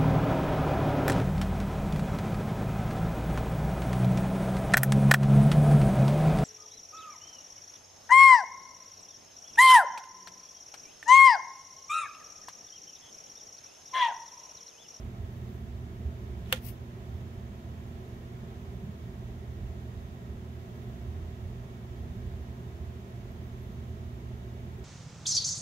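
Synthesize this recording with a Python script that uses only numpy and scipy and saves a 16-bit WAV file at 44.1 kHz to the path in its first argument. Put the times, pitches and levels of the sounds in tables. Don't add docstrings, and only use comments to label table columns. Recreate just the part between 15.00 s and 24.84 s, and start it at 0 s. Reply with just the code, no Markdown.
import sys
import numpy as np
from scipy import signal
from scipy.fft import rfft, irfft
from scipy.io import wavfile
from scipy.ndimage import uniform_filter1d

SR = 44100
rng = np.random.default_rng(int(sys.argv[2]) if len(sys.argv) > 2 else 0)


def voltage_ratio(decibels):
    exponent = np.asarray(decibels, float) / 20
    return 10 ** exponent


def wav_out(sig):
    wavfile.write(sys.argv[1], SR, np.round(np.clip(np.atleast_2d(sig).T, -1, 1) * 32767).astype(np.int16))


N = 433944
TIME = np.arange(N) / SR
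HZ = np.maximum(np.fft.rfftfreq(N, 1 / SR), 1)
TOP_HZ = 15720

# f/Hz, density/dB per Hz
RUMBLE_SPECTRUM = [(22, -23), (34, -16), (42, -25), (50, 1.5), (58, -11), (66, 6.5), (72, -5), (80, 7),
                   (90, -3.5), (100, -4.5), (112, -9)]
# t/s, level over mean/dB, half-length/s
RUMBLE_SWELLS = [(.05, 5, .033), (.23, 10, 0.025), (.73, 4, 0.088), (1.06, 5, .04), (1.34, 4.5, 0.11),
                 (1.93, -4.9, .12), (2.14, 6.5, 0.036), (2.6, -5.9, .04), (3.04, -4, .064), (3.35, -5, .18),
                 (4.01, -1.5, .2), (4.49, 4, 0.022), (4.66, 9.5, 0.056), (4.96, 4.5, .04), (5.21, -8, 0.063),
                 (5.33, 7, 0.033), (5.76, -2.5, 0.18), (6.08, 6, 0.026), (6.22, 5, 0.16), (6.35, -4, .04),
                 (6.45, 6.5, .04), (6.76, -5, 0.13), (7.02, 2.5, .036), (7.14, -6, 0.033), (7.23, 6, .22),
                 (7.6, -5, .07), (7.85, 7, 0.033), (8.09, -5.9, 0.084), (8.93, 2.5, .18)]
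# f/Hz, density/dB per Hz
AIR_SPECTRUM = [(95, -31), (112, -1), (150, -6.5), (205, -3), (250, -14.5), (300, -23), (450, -19.5),
                (800, -26), (1000, -23.5), (2000, -30), (4000, -40.5), (7000, -42), (8700, -50),
                (15800, -48.5)]
# f/Hz, width/Hz, level/dB
AIR_PEAKS = [(366.7, 116, 14), (482, 62, -4.5), (672, 123, 8.5), (1480, 110, -2), (3410, 1270, 4.5),
             (6340, 200, 6.5), (11900, 2850, 5.5), (14300, 900, 1)]
# t/s, level over mean/dB, half-length/s
BOOM_SWELLS = [(0.41, 3, .06), (0.61, 5.5, 0.092), (3.45, 6, 0.021), (3.86, 8, .06), (7.09, 5, 0.088),
               (9.34, 3, 0.11)]
# f/Hz, level/dB rms, left-right/dB
MAINS_LINES = [
    (120.3, -46, -3),
    (239, -55.5, 0),
]
# f/Hz, likeness/-1 to 1
LIKENESS = [(60, 1), (99, 0.99), (160, 1), (270, 0.88), (450, 0.88), (740, 0.2), (1220, -0.56),
            (2010, 0.15), (3330, -0.17), (5500, 0.033), (9080, -0.059), (15000, -0.012)]
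# f/Hz, left-right/dB
ROOM_LEAN = [(60, -4), (110, -3.5), (200, -2), (380, -0.5), (700, -0.5), (1290, 0), (2380, -4.5),
             (4400, -4), (8120, -2.5), (15000, 5.5)]
# t/s, length/s, first f/Hz, last f/Hz, level/dB
SQUEAKS = [(.19, .05, 13600, 15100, -83), (.29, .15, 13800, 15300, -84), (.44, 0.18, 14700, 14800, -84),
           (.31, .07, 11900, 11800, -86), (.44, 0.2, 11800, 11900, -81), (5.52, .06, 12800, 12900, -84),
           (5.58, .07, 13900, 14050, -84), (5.64, .07, 14450, 13800, -82), (5.72, .1, 14300, 15500, -84),
           (5.73, .05, 11800, 11700, -85), (5.84, .09, 14200, 13700, -82), (5.94, .08, 13800, 11800, -85),
           (6.01, .06, 11700, 11800, -84), (8.29, .07, 12700, 14900, -82), (8.42, .08, 15600, 15250, -81),
           (8.55, .15, 11200, 13300, -81), (8.6, .1, 12500, 12800, -78), (8.69, .07, 12400, 11750, -80),
           (9.0, .11, 14900, 12300, -87)]
# f/Hz, density/dB per Hz
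CLOTH_SPECTRUM = [(900, -30.5), (1500, -19), (2100, -3.5), (2900, -3), (3500, -11), (5200, -5.5),
                  (7300, -12), (8300, -8.5), (11700, -1.5), (12400, 0), (15800, 2.5)]
# t/s, peak level/dB, main f/Hz, second f/Hz, t60/s
BUMPS = [
    (0.999, -30.5, 220, 172, 0.079),
    (3.436, -33.5, 203, 179, 0.16),
    (3.826, -33, 163.4, 209, 0.16),
]
# f/Hz, density/dB per Hz
SCATTER_SPECTRUM = [(300, -30), (800, -5.5), (1500, -2), (3300, 2), (4300, -9), (6500, -9.5), (8500, -15),
                    (12000, -12), (15800, -18.5)]
# f/Hz, left-right/dB
SCATTER_LEAN = [(600, -10), (1000, -10), (1400, -6), (2000, -5.5), (2800, 3), (4200, -1), (9000, 1)]
# t/s, strike level/dB, contact cut f/Hz, crack level/dB
CONTACTS = [
    (1.46, -31, 3500, -60),
    (1.5252, -14, 14000, -26),
    (1.5257, -9, 9000, -23),
    (1.5263, 2, 15000, -13),
    (1.5281, -13, 7000, -28),
    (1.5303, -10, 7000, -29),
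    (1.5342, -13, 5000, -35),
    (1.5405, -19, 4000, -44),
    (1.547, -20, 4000, -47),
]
# f/Hz, left level/dB, right level/dB, left t60/s, right t60/s
STEEL_MODES = [(800, -49, -33, .03, 0.035), (1180, -42, -42, .02, 0.036), (1410, -36, -30, 0.016, 0.055),
               (1580, -29, -29.5, 0.013, 0.026), (1790, -33, -28.5, .015, 0.024),
               (2100, -38.5, -34, .012, 0.032), (2570, -24, -32, 0.013, 0.023),
               (2900, -37, -27, 0.0077, 0.019), (3200, -25, -31, 0.014, 0.044),
               (3375, -26.5, -24.5, .014, .03), (3620, -29, -20.5, 0.012, 0.015),
               (4600, -35, -28, .008, 0.012), (7340, -31, -42, 0.0092, .01), (7950, -29, -48, .008, .01),
               (14250, -35, -50, .006, 0.0097)]
# f/Hz, left level/dB, right level/dB
CRACK_SPECTRUM = [(605, -40, -38), (1500, -4.5, 8.5), (3340, 1.5, 11.5), (4070, -10, -8.5),
                  (5560, -18, -13.5), (7600, -16, -17), (8900, -9, -19.5), (10180, -25, -20),
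                  (12500, -11.5, -20), (14200, -9, -20), (15300, -16, -26), (15800, -29, -40),
                  (16600, -45, -50)]


def rms_one(x):
    return x / np.sqrt(np.mean(x ** 2) + 1e-20)


def at_hz(points):
    hz, value = np.transpose(points)
    return np.interp(np.log(HZ), np.log(hz), value, left=value[0], right=value[-1])


def colour(x, db):
    return irfft(rfft(x) * voltage_ratio(db), N)


def drift(rate_hz):
    return rms_one(colour(rng.standard_normal(N), -20 * np.log10(1 + (HZ / rate_hz) ** 2)))


def bell(t, half_s):
    return np.exp(-(t / half_s) ** 2)


def push(s, length_s):
    blow = bell(TIME - s, length_s)
    return blow / blow.sum()


def ring(clicks, hz, t60):
    r, w = voltage_ratio(-60 / (t60 * SR)), 2 * np.pi * hz / SR
    return signal.lfilter([0, np.sin(w)], [1, -2 * r * np.cos(w), r * r], clicks + 1e-18)


def lean(db):
    return db * np.array([[.5], [-.5]])


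def diffuse(db, ripple_db=0):
    mid, side = rfft(rng.standard_normal((2, N)))
    alike = np.clip(at_hz(LIKENESS), -.999, .999)
    pair = np.sqrt(1 + alike) * mid + np.sqrt(1 - alike) * side * [[1], [-1]]
    ripple = uniform_filter1d(rng.standard_normal((2, len(HZ))), size=250)
    ripple = rms_one(uniform_filter1d(ripple, size=250))
    level_db = db + lean(at_hz(ROOM_LEAN)) + ripple_db * ripple * (HZ > 760)
    return rms_one(irfft(pair * voltage_ratio(level_db) * (HZ < TOP_HZ), N))


def swinging(rows):
    return sum(db * bell(TIME - s, half_s) for s, db, half_s in rows)


def swell(noise, level_db, size):
    own = uniform_filter1d(np.mean(noise ** 2, axis=0), size=size)
    return noise / np.sqrt(own + 0.12) * voltage_ratio(level_db)


def duct_rumble():
    steep_db = -90 * np.maximum(np.log2(HZ / 112), 0)
    return swell(diffuse(at_hz(RUMBLE_SPECTRUM) + steep_db), -42.5 + swinging(RUMBLE_SWELLS), size=4400)


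def duct_air():
    peaks = sum(db / (1 + (2 * (HZ - hz) / width) ** 2) for hz, width, db in AIR_PEAKS)
    return at_hz(AIR_SPECTRUM) + peaks, (HZ > 126) & (HZ < 232)


def duct_boom():
    air, in_boom = duct_air()
    noise = diffuse(air - 100 * ~in_boom)
    return swell(noise, -49 + swinging(BOOM_SWELLS) + 1.27 * drift(3.), size=7000)


def air_rush():
    air, in_boom = duct_air()
    return voltage_ratio(-49 + 0.25 * drift(.5)) * diffuse(air - 100 * in_boom, ripple_db=1.96)


def mains_hum():
    hum = 0
    for hz, db, lean_db in MAINS_LINES:
        wave = np.sqrt(2) * np.sin(2 * np.pi * hz * TIME + .18 * drift(1.5))
        hum = hum + wave * voltage_ratio(db + 1.26 * drift(1.8) + lean(lean_db))
    return hum


def extractor():
    return duct_rumble() + duct_boom() + air_rush() + mains_hum()


def weave_squeaks():
    edge_db, waver_hz_per_s = 10, 1700
    out, flutter, waver = np.zeros(N), drift(90), drift(404)
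    for s, length_s, first_hz, last_hz, db in SQUEAKS:
        way = np.clip((TIME - s) / length_s, 0, 1)
        pitch = first_hz + (last_hz - first_hz) * way + waver_hz_per_s * length_s * waver
        phase = 2 * np.pi * np.cumsum(pitch) / SR
        level_db = db + 11.0 - edge_db * (2 * way - 1) ** 2 + 3.5 * flutter
        out += np.sin(phase) * (way > 0) * (way < 1) * voltage_ratio(level_db)
    return out


def fibre_hiss():
    brush_s, hold_s, rise_db_per_s, fall_db_per_s = 1.654, 0.037, 480, 429.5
    t = TIME - brush_s
    brush_db = -38.5 + rise_db_per_s * np.minimum(t, 0) - fall_db_per_s * np.maximum(t - hold_s, 0)
    drag = voltage_ratio(-70) * bell(TIME - .45, .17)
    fibres = rng.standard_normal(N) * voltage_ratio(1.8 * drift(150) + .6 * drift(40))
    return rms_one(colour(fibres, at_hz(CLOTH_SPECTRUM))) * (voltage_ratio(brush_db) + drag)


def sleeve():
    near = colour(fibre_hiss() + weave_squeaks(), -80 * (HZ > TOP_HZ))
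    far = colour(np.roll(near, 20), -9 - 11.5 * np.log2(1 + HZ / 2500))
    return np.array([near, far])


def bumps():
    out = np.zeros(N)
    for s, db, hz, hz2, t60 in BUMPS:
        main = ring(push(s + 0.00353, .0008), hz, t60)
        second = ring(push(s + 0.0048, 0.00098), hz2, t60)
        out += voltage_ratio(db) * (main + 0.44 * second)
    return out * voltage_ratio(np.array([[-1.], [1.]]))


def thud():
    t = TIME - 1.066
    level = voltage_ratio(-26.5 + np.array([[-1.8], [1.8]]))
    return np.cos(2 * np.pi * 70.5 * (t - .004)) * bell(t, 0.018) * level


def scatter_gain():
    shut_s, rise_s, slide_s = 1.5245, .006, 1.455
    t = TIME - shut_s
    after = np.maximum(t - rise_s, 0)
    lead_in = voltage_ratio(-52 + 600 * np.minimum(t, 0))
    slide = (voltage_ratio(-64) + lead_in) * np.clip((TIME - slide_s) / .015, 0, 1) * (t < rise_s)
    flash = voltage_ratio(-31.5 - 60 * after / 0.056)
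    tail = voltage_ratio(-42 - 150 * after - 498 * np.maximum(t - .05, 0))
    return slide + np.clip(t / rise_s, 0, 1) ** 2 * np.hypot(flash, tail)


def scatter():
    noise = diffuse(at_hz(SCATTER_SPECTRUM) + lean(at_hz(SCATTER_LEAN)), ripple_db=1.2)
    return noise * scatter_gain() * voltage_ratio(1.8 * drift(120))


def steel_ring():
    span = slice(round(1.4 * SR), round(1.9 * SR))
    luck = rng.standard_normal((len(CONTACTS), len(STEEL_MODES), 2))
    out = np.zeros((2, N))
    for (s, db, cut_hz, _), chance in zip(CONTACTS, luck):
        click = voltage_ratio(db) * (np.arange(N)[span] == round(s * SR))
        click = signal.lfilter(*signal.butter(1, min(cut_hz, 20000), fs=SR), click)
        for k, ((hz, *sides), each) in enumerate(zip(STEEL_MODES, chance)):
            flips = k % 3 == 2 and hz > 2000
            for side in (0, 1):
                height = voltage_ratio(sides[side] + 1.6 * each[side]) * (-1) ** (side * flips)
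                out[side, span] += ring(click, hz, sides[side + 2]) * height
    body = signal.butter(2, [800, 15500], "band", fs=SR, output="sos")
    out[:, span] = signal.sosfilt(body, out[:, span])
    return out


def contact_cracks():
    burst = np.zeros(N)
    for s, _, _, crack_db in CONTACTS:
        decay_db = -60 * np.maximum(TIME - s, 0) / .008
        burst += voltage_ratio(crack_db + decay_db) * (TIME >= s) * (TIME < 1.9)
    white = rng.standard_normal(N)
    hz, *sides = np.transpose(CRACK_SPECTRUM)
    pair = [rms_one(colour(np.roll(white, 12 * k), at_hz(np.transpose([hz, db])))) for k, db in enumerate(sides)]
    return burst * pair


def bench_knock():
    knock_hz = 516
    swelling = ring(push(1.5264, .0003), knock_hz, .016)
    return voltage_ratio(-57) * ring(swelling, knock_hz, .064)


def snips():
    return steel_ring() + contact_cracks() + bench_knock() + scatter()


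def scene():
    return extractor() + thud() + bumps() + snips() + sleeve()


def low_pass(x):
    return signal.sosfilt(signal.butter(12, 16830, fs=SR, output="sos"), x)


def record(dry):
    return low_pass(dry)


dry = scene()
out = record(dry)
wav_out(out)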